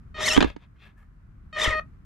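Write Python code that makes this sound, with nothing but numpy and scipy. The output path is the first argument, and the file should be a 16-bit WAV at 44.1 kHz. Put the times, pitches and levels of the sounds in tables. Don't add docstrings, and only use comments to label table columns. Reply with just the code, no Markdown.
import sys
import numpy as np
from scipy import signal
from scipy.fft import rfft, irfft
from scipy.io import wavfile
from scipy.ndimage import uniform_filter1d

SR = 44100
rng = np.random.default_rng(int(sys.argv[2]) if len(sys.argv) > 2 else 0)


def bounce(signal):
    frames = np.transpose(np.atleast_2d(signal))
    limited = np.clip(frames, -1, 1)
    pcm = np.round(limited * 32767).astype(np.int16)
    wavfile.write(sys.argv[1], SR, pcm)


N = 90404
TIME_S = np.arange(N) / SR
LEFT_RIGHT = np.array([[1], [-1]])


def undb(db):
    return 10 ** (np.asarray(db) / 20)


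def unit_rms(x):
    return x / np.sqrt(np.mean(x ** 2) + 1e-18)


def gain_at(curve, hz):
    points_hz, points_db = np.array(curve).T
    return undb(np.interp(np.log(np.maximum(hz, 1)), np.log(points_hz), points_db))


def colour(x, curve):
    return irfft(rfft(x) * gain_at(curve, np.arange(N // 2 + 1) * SR / N), N)


def lowpass(x, hz):
    return signal.sosfiltfilt(signal.butter(2, hz, fs=SR, output="sos"), x)


def drift(rate_hz):
    width = int(SR / rate_hz)
    return unit_rms(uniform_filter1d(uniform_filter1d(rng.standard_normal(N), width), width))


def mode(x, hz, db, t60_s):
    radius, angle = np.exp(-np.log(1000) / (t60_s * SR)), 2 * np.pi * hz / SR
    return undb(db) * signal.lfilter([0, np.sin(angle)], [1, -2 * radius * np.cos(angle), radius ** 2], x)


def blip_curves(blips):
    rows = np.vstack(blips)
    curves = [np.interp(TIME_S, rows[:, 0], column) for column in rows.T[1:]]
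    gate = sum((TIME_S >= blip[0][0]) & (TIME_S < blip[-1][0]) for blip in blips)
    return curves, uniform_filter1d(1. * gate, size=110)


# frequency in Hz, gain in dB.
AIR_SPECTRUM = [(12, -40.5), (20, -17), (41, -4.5), (64, -6.5), (185, -17), (324, -31), (372, -35.5),
                (465, -43), (834, -45), (1300, -38), (2270, -50.5), (3450, -61.5), (15500, -74)]
# time in seconds, rumble gain in dB.
GUSTS = [(0, 1.5), (.12, 3), (0.351, 6.5), (.6, -3), (0.898, -2.5), (1.101, -3), (1.3, -2.5), (1.499, 0),
         (1.801, 5), (2.05, -1)]


def wind_and_traffic():
    mid, side = (colour(rng.standard_normal(N), AIR_SPECTRUM) for _ in range(2))
    side = signal.lfilter(*signal.butter(1, 349.4, "high", fs=SR), side)
    air = undb(-49) / np.std(mid) * (mid * undb(0.5 * LEFT_RIGHT) + side * LEFT_RIGHT)
    rumble = lowpass(air, hz=423)
    hiss = air - rumble
    gust_db = np.interp(TIME_S, *np.array(GUSTS).T)
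    return rumble * undb(gust_db + 1.5 * drift(rate_hz=60)) + hiss * undb(0.54 * gust_db)


# time in seconds, level in dB, duty as a fraction.
DRIVE_BLIPS = [
    [(.144, -36, 0.048), (.175, -35.5, 0.07), (.2, -34.5, 0.38), (.27, -34, 0.51), (.33, -31.5, 0.45),
     (.372, -30.5, 0.39)],
    [(1.528, -32, 0.046), (1.538, -30.5, 0.036), (1.56, -29, 0.037), (1.58, -32, 0.42), (1.65, -33, 0.36),
     (1.7, -29, 0.17), (1.75, -26.5, .18), (1.798, -26, .18)],
]
MOTOR_CAN_DB = [-2, 0, -3, -11, -15, -17, -19, -35, -38, -41, -43, -42, -44, -54]


def motor_drive(chop_hz=621.9):
    (level_db, duty), gate = blip_curves(DRIVE_BLIPS)
    half_pulse_rad = np.pi * np.clip(duty, .01, .5)
    phase = 2 * np.pi * chop_hz * TIME_S - half_pulse_rad
    tone = sum(undb(db) * np.sin(k * half_pulse_rad) * np.cos(k * phase + rng.uniform(0, 2 * np.pi))
               for k, db in enumerate(MOTOR_CAN_DB, start=1))
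    return tone * undb(level_db) * gate


# time in seconds, tooth rate in Hz, whine gain in dB,
# grind gain in dB, grind treble gain in dB.
GEAR_BLIPS = [
    [(.15, 296.4, -35, -51.5, -22), (.18, 598, -59, -37.5, -33), (.215, 1199, -35.5, -27.5, -10),
     (.24, 1827, -30.5, -29.5, -3.5), (.255, 2120, -20.5, -30, -4.5), (.266, 2232, -13.5, -29.5, 4),
     (.282, 1946, -23, -23.5, -3), (.297, 1466, -18.5, -33, 2.5), (.313, 1315, -16.5, -29, -2),
     (.34, 1446, -18.5, -29, -0.5), (.374, 1685, -33, -29, -9), (.383, 1494, -58, -57.5, 14),
     (.4, 1000, -95, -42.5, -6)],
    [(1.545, 194.9, -75, -48, -41.5), (1.565, 415.7, -29, -39.5, -23), (1.585, 673.4, -26, -32, -14),
     (1.6, 940.4, -28.5, -34.5, -2.5), (1.615, 1179, -23, -25, -10), (1.638, 1216, -22, -29.5, -4),
     (1.648, 1060, -20.5, -28, -3.5), (1.661, 863, -35, -23, -17), (1.672, 687, -17, -34, -7),
     (1.69, 607.4, -25, -31.5, -14), (1.715, 528.7, -24.5, -35, -12), (1.74, 460.6, -28.5, -36.5, -29),
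     (1.755, 403, -32, -48.5, -17), (1.8, 196.9, -55, -45.5, -34.5)],
]
TOOTH_HARMONICS_DB = [-2, 0, -5, -8, -15, -18]
# frequency in Hz, gain in dB.
CASE_RESPONSE = [(300, -14.5), (900, -19), (1250, -11), (1550, -20.5), (1900, 4.5), (2300, -10),
                 (2700, -10), (3150, -2), (3400, -6), (3700, 7.5), (4100, -18), (4900, -14), (5300, -0.5),
                 (5700, -10.5), (6100, -5), (6600, -11.5), (7200, -7), (8500, -19.5), (9700, -16),
                 (11000, -26), (12200, -21), (15500, -54.5)]
# frequency in Hz, gain in dB.
GRIT_SPECTRUM = [(100, -28.5), (400, 3), (1000, 2), (3000, -4.5), (8000, -3), (15000, -12.5)]


def gears(teeth=9.9, jitter=.013, wobble_db=3.8):
    (tooth_hz, whine_db, grind_db, treble_db), gate = blip_curves(GEAR_BLIPS)

    def tooth_phase():
        return 2 * np.pi * np.cumsum(tooth_hz * (1 + jitter * drift(rate_hz=512))) / SR

    shaft_phase = tooth_phase() / teeth
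    whine = 0
    for k, db in enumerate(TOOTH_HARMONICS_DB, start=1):
        gain = undb(db + wobble_db * drift(rate_hz=130)) * gain_at(CASE_RESPONSE, k * tooth_hz)
        whine += gain * np.sin(k * tooth_phase() + rng.uniform(0, 2 * np.pi))
    throb = (1 + .2 * np.sin(shaft_phase)) * undb(1.1 * drift(rate_hz=230))
    grit = colour(rng.standard_normal(N) * throb, GRIT_SPECTRUM)
    grit = unit_rms(colour(grit, np.array(CASE_RESPONSE) * [1, 0.59]))
    low, below_top = lowpass(grit, hz=4167), lowpass(grit, hz=12800)
    treble, top = below_top - low, grit - below_top
    grind = low + undb(treble_db) * treble + undb(2.5 * treble_db) * top
    whirr = undb(whine_db) * whine + undb(grind_db) * grind
    chassis = unit_rms(mode(rng.standard_normal(N), hz=233, db=0, t60_s=0.064))
    shudder = chassis * undb(grind_db + treble_db - 14.5)
    return whirr * gate, shudder * gate


# frequency in Hz, gain in dB, t60 in seconds.
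SHELL_MODES = [(942, 0, 0.0028), (1272, -2.5, 0.0087), (1713, -1.5, 0.012), (2120, 3, 0.005),
               (2598, 7.5, 0.0031), (3235, 3, 0.003), (3514, -1, 0.011), (4540, -9.5, 0.0087),
               (6150, -9, 0.0089), (6800, -19, 0.006)]
CONTACT_CUTOFF_HZ = 5500


def shell(contact, centre_hz=2000, spread_oct=9, t60_scale=1):
    ringing = 0
    for hz, db, t60_s in SHELL_MODES:
        weight = np.exp(-(np.log2(hz / centre_hz) / spread_oct) ** 2)
        ringing += weight * mode(contact, hz, db, t60_s * t60_scale)
    return ringing / len(SHELL_MODES) + undb(-14) * np.diff(contact, prepend=0)


# start, peak and end in seconds, level in dB, centre in Hz, spread in octaves.
RUSTLE_SWELLS = [(0.357, 0.426, 0.57, -37.5, 2550, 1.46), (0.475, 0.474, 0.526, -49, 2000, 0.33),
                 (0.542, 0.637, 0.684, -61.5, 2130, 1.9), (.755, 0.76, 0.82, -69, 1890, 0.57),
                 (0.759, 0.836, 0.95, -55.5, 2700, 0.52), (0.817, 0.858, 0.96, -57.5, 1600, 0.61),
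                 (0.955, 0.981, 1.114, -62.5, 1555, 0.37), (0.994, 1.032, 1.04, -65, 1530, 0.46),
                 (1.787, 1.809, 1.83, -67.5, 5500, 0.65)]


def rustles(contacts_per_s=8000):
    out = np.zeros(N)
    for start_s, peak_s, end_s, db, centre_hz, spread_oct in RUSTLE_SWELLS:
        hits = rng.random(N) < contacts_per_s / SR
        grains = hits * rng.standard_normal(N) * undb(0.5 * drift(rate_hz=70))
        grains = signal.lfilter(*signal.butter(1, CONTACT_CUTOFF_HZ, fs=SR), grains)
        swell = np.interp(TIME_S, [start_s, peak_s, end_s], [0, 1, 0]) ** 2
        out += unit_rms(shell(grains, centre_hz, spread_oct, t60_scale=2.2)) * undb(db) * swell
    return out


# start in seconds, then crack, thud and sway excitation in dB.
BUMP_HITS = [(0.3644, -14, -18, -47), (0.3747, -11, -9, -21), (.379, -35, -1.5, -22.5),
             (0.4048, -9.5, -44, -40), (0.4094, -17, -22, -34), (0.4132, -13.5, -15, -32.5),
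             (0.4252, -9, -12.5, -25), (0.4298, -41, -17.5, -42.5), (0.4425, -19.5, -49, -27.5),
             (0.4449, -29, -11.5, -27.5), (0.46, -52, -25.5, -23.5), (.473, -38, -32, -48),
             (0.5, -34, -41, -43), (0.563, -38, -32, -55.5), (1.675, -55, -24.5, -17),
             (1.723, -58, -76.5, -27.5), (1.753, -55, -39, -47.5)]
# frequency in Hz, gain in dB, t60 in seconds,
# gain of the inverted left channel in dB, signed swing factor.
HOUSING_MODES = [(162, -17, 0.18, -22.5, -2.4), (288.3, 13, 0.042, -11, 0.96),
                 (440.4, 15.5, 0.022, -9, -0.5), (926, 5, 0.029, -10.5, 0.62)]
# frequency in Hz, gain in dB, t60 in seconds.
MAT_MODES = [(52.6, -2.5, 0.14), (89.5, -7.5, 0.16)]


def bumps(crack_rise_s=.0015):
    crunch, knock, push = np.zeros((3, N))
    age = np.arange(800) / SR / crack_rise_s
    for start_s, crack_db, thud_db, sway_db in BUMP_HITS:
        i = int(start_s * SR)
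        crunch[i:i + len(age)] += undb(crack_db) * rng.standard_normal(len(age)) * age * np.exp(-age)
        knock[i:i + 12] -= undb(thud_db) / 24
        push[i:i + 120] -= undb(sway_db) / 120
    crack = shell(signal.lfilter(*signal.butter(2, CONTACT_CUTOFF_HZ, fs=SR), crunch))
    thud = sum(swing * mode(knock, hz, db, t60_s) * np.array([[-undb(left_db)], [1]])
               for hz, db, t60_s, left_db, swing in HOUSING_MODES)
    sway = sum(mode(push, *row) for row in MAT_MODES)
    return crack, thud, sway


def truck_bed(truck, t60_s=.11, cutoff_hz=1600):
    age_s = np.arange(SR // 4) / SR
    tails = signal.lfilter(*signal.butter(1, cutoff_hz, fs=SR), rng.standard_normal((2, len(age_s))))
    tails *= 1000 ** (-age_s / t60_s)
    ring = np.array([signal.fftconvolve(truck, tail / np.linalg.norm(tail))[:N] for tail in tails])
    echo = np.array([np.roll(truck, lag_samples) for lag_samples in (53, 31)])
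    return undb(-13) * echo + undb(-11) * ring


def direct_path(truck, left_lag_samples=.55):
    delay = np.exp(-2j * np.pi * left_lag_samples * np.arange(N // 2 + 1) / N)
    near = np.array([irfft(rfft(truck) * delay, N), truck]) * undb(LEFT_RIGHT)
    treble = signal.sosfilt(signal.butter(2, 6000, "high", fs=SR, output="sos"), truck)
    return near + treble * drift(rate_hz=150) * undb(-8) * LEFT_RIGHT


def scene():
    whirr, shudder = gears()
    crack, thud, sway = bumps()
    truck = motor_drive() + whirr + crack + rustles()
    vibration = thud + shudder * np.array([[-.4], [1.6]]) + sway * undb(3.4 * LEFT_RIGHT)
    return truck_bed(truck) + direct_path(truck) + vibration + wind_and_traffic()


def record(dry):
    ceiling, top_hz = .9, 15500
    rounded = ceiling * np.tanh(dry / ceiling)
    return signal.sosfilt(signal.ellip(10, .2, 80, top_hz, fs=SR, output="sos"), rounded)


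dry = scene()
out = record(dry)
bounce(out)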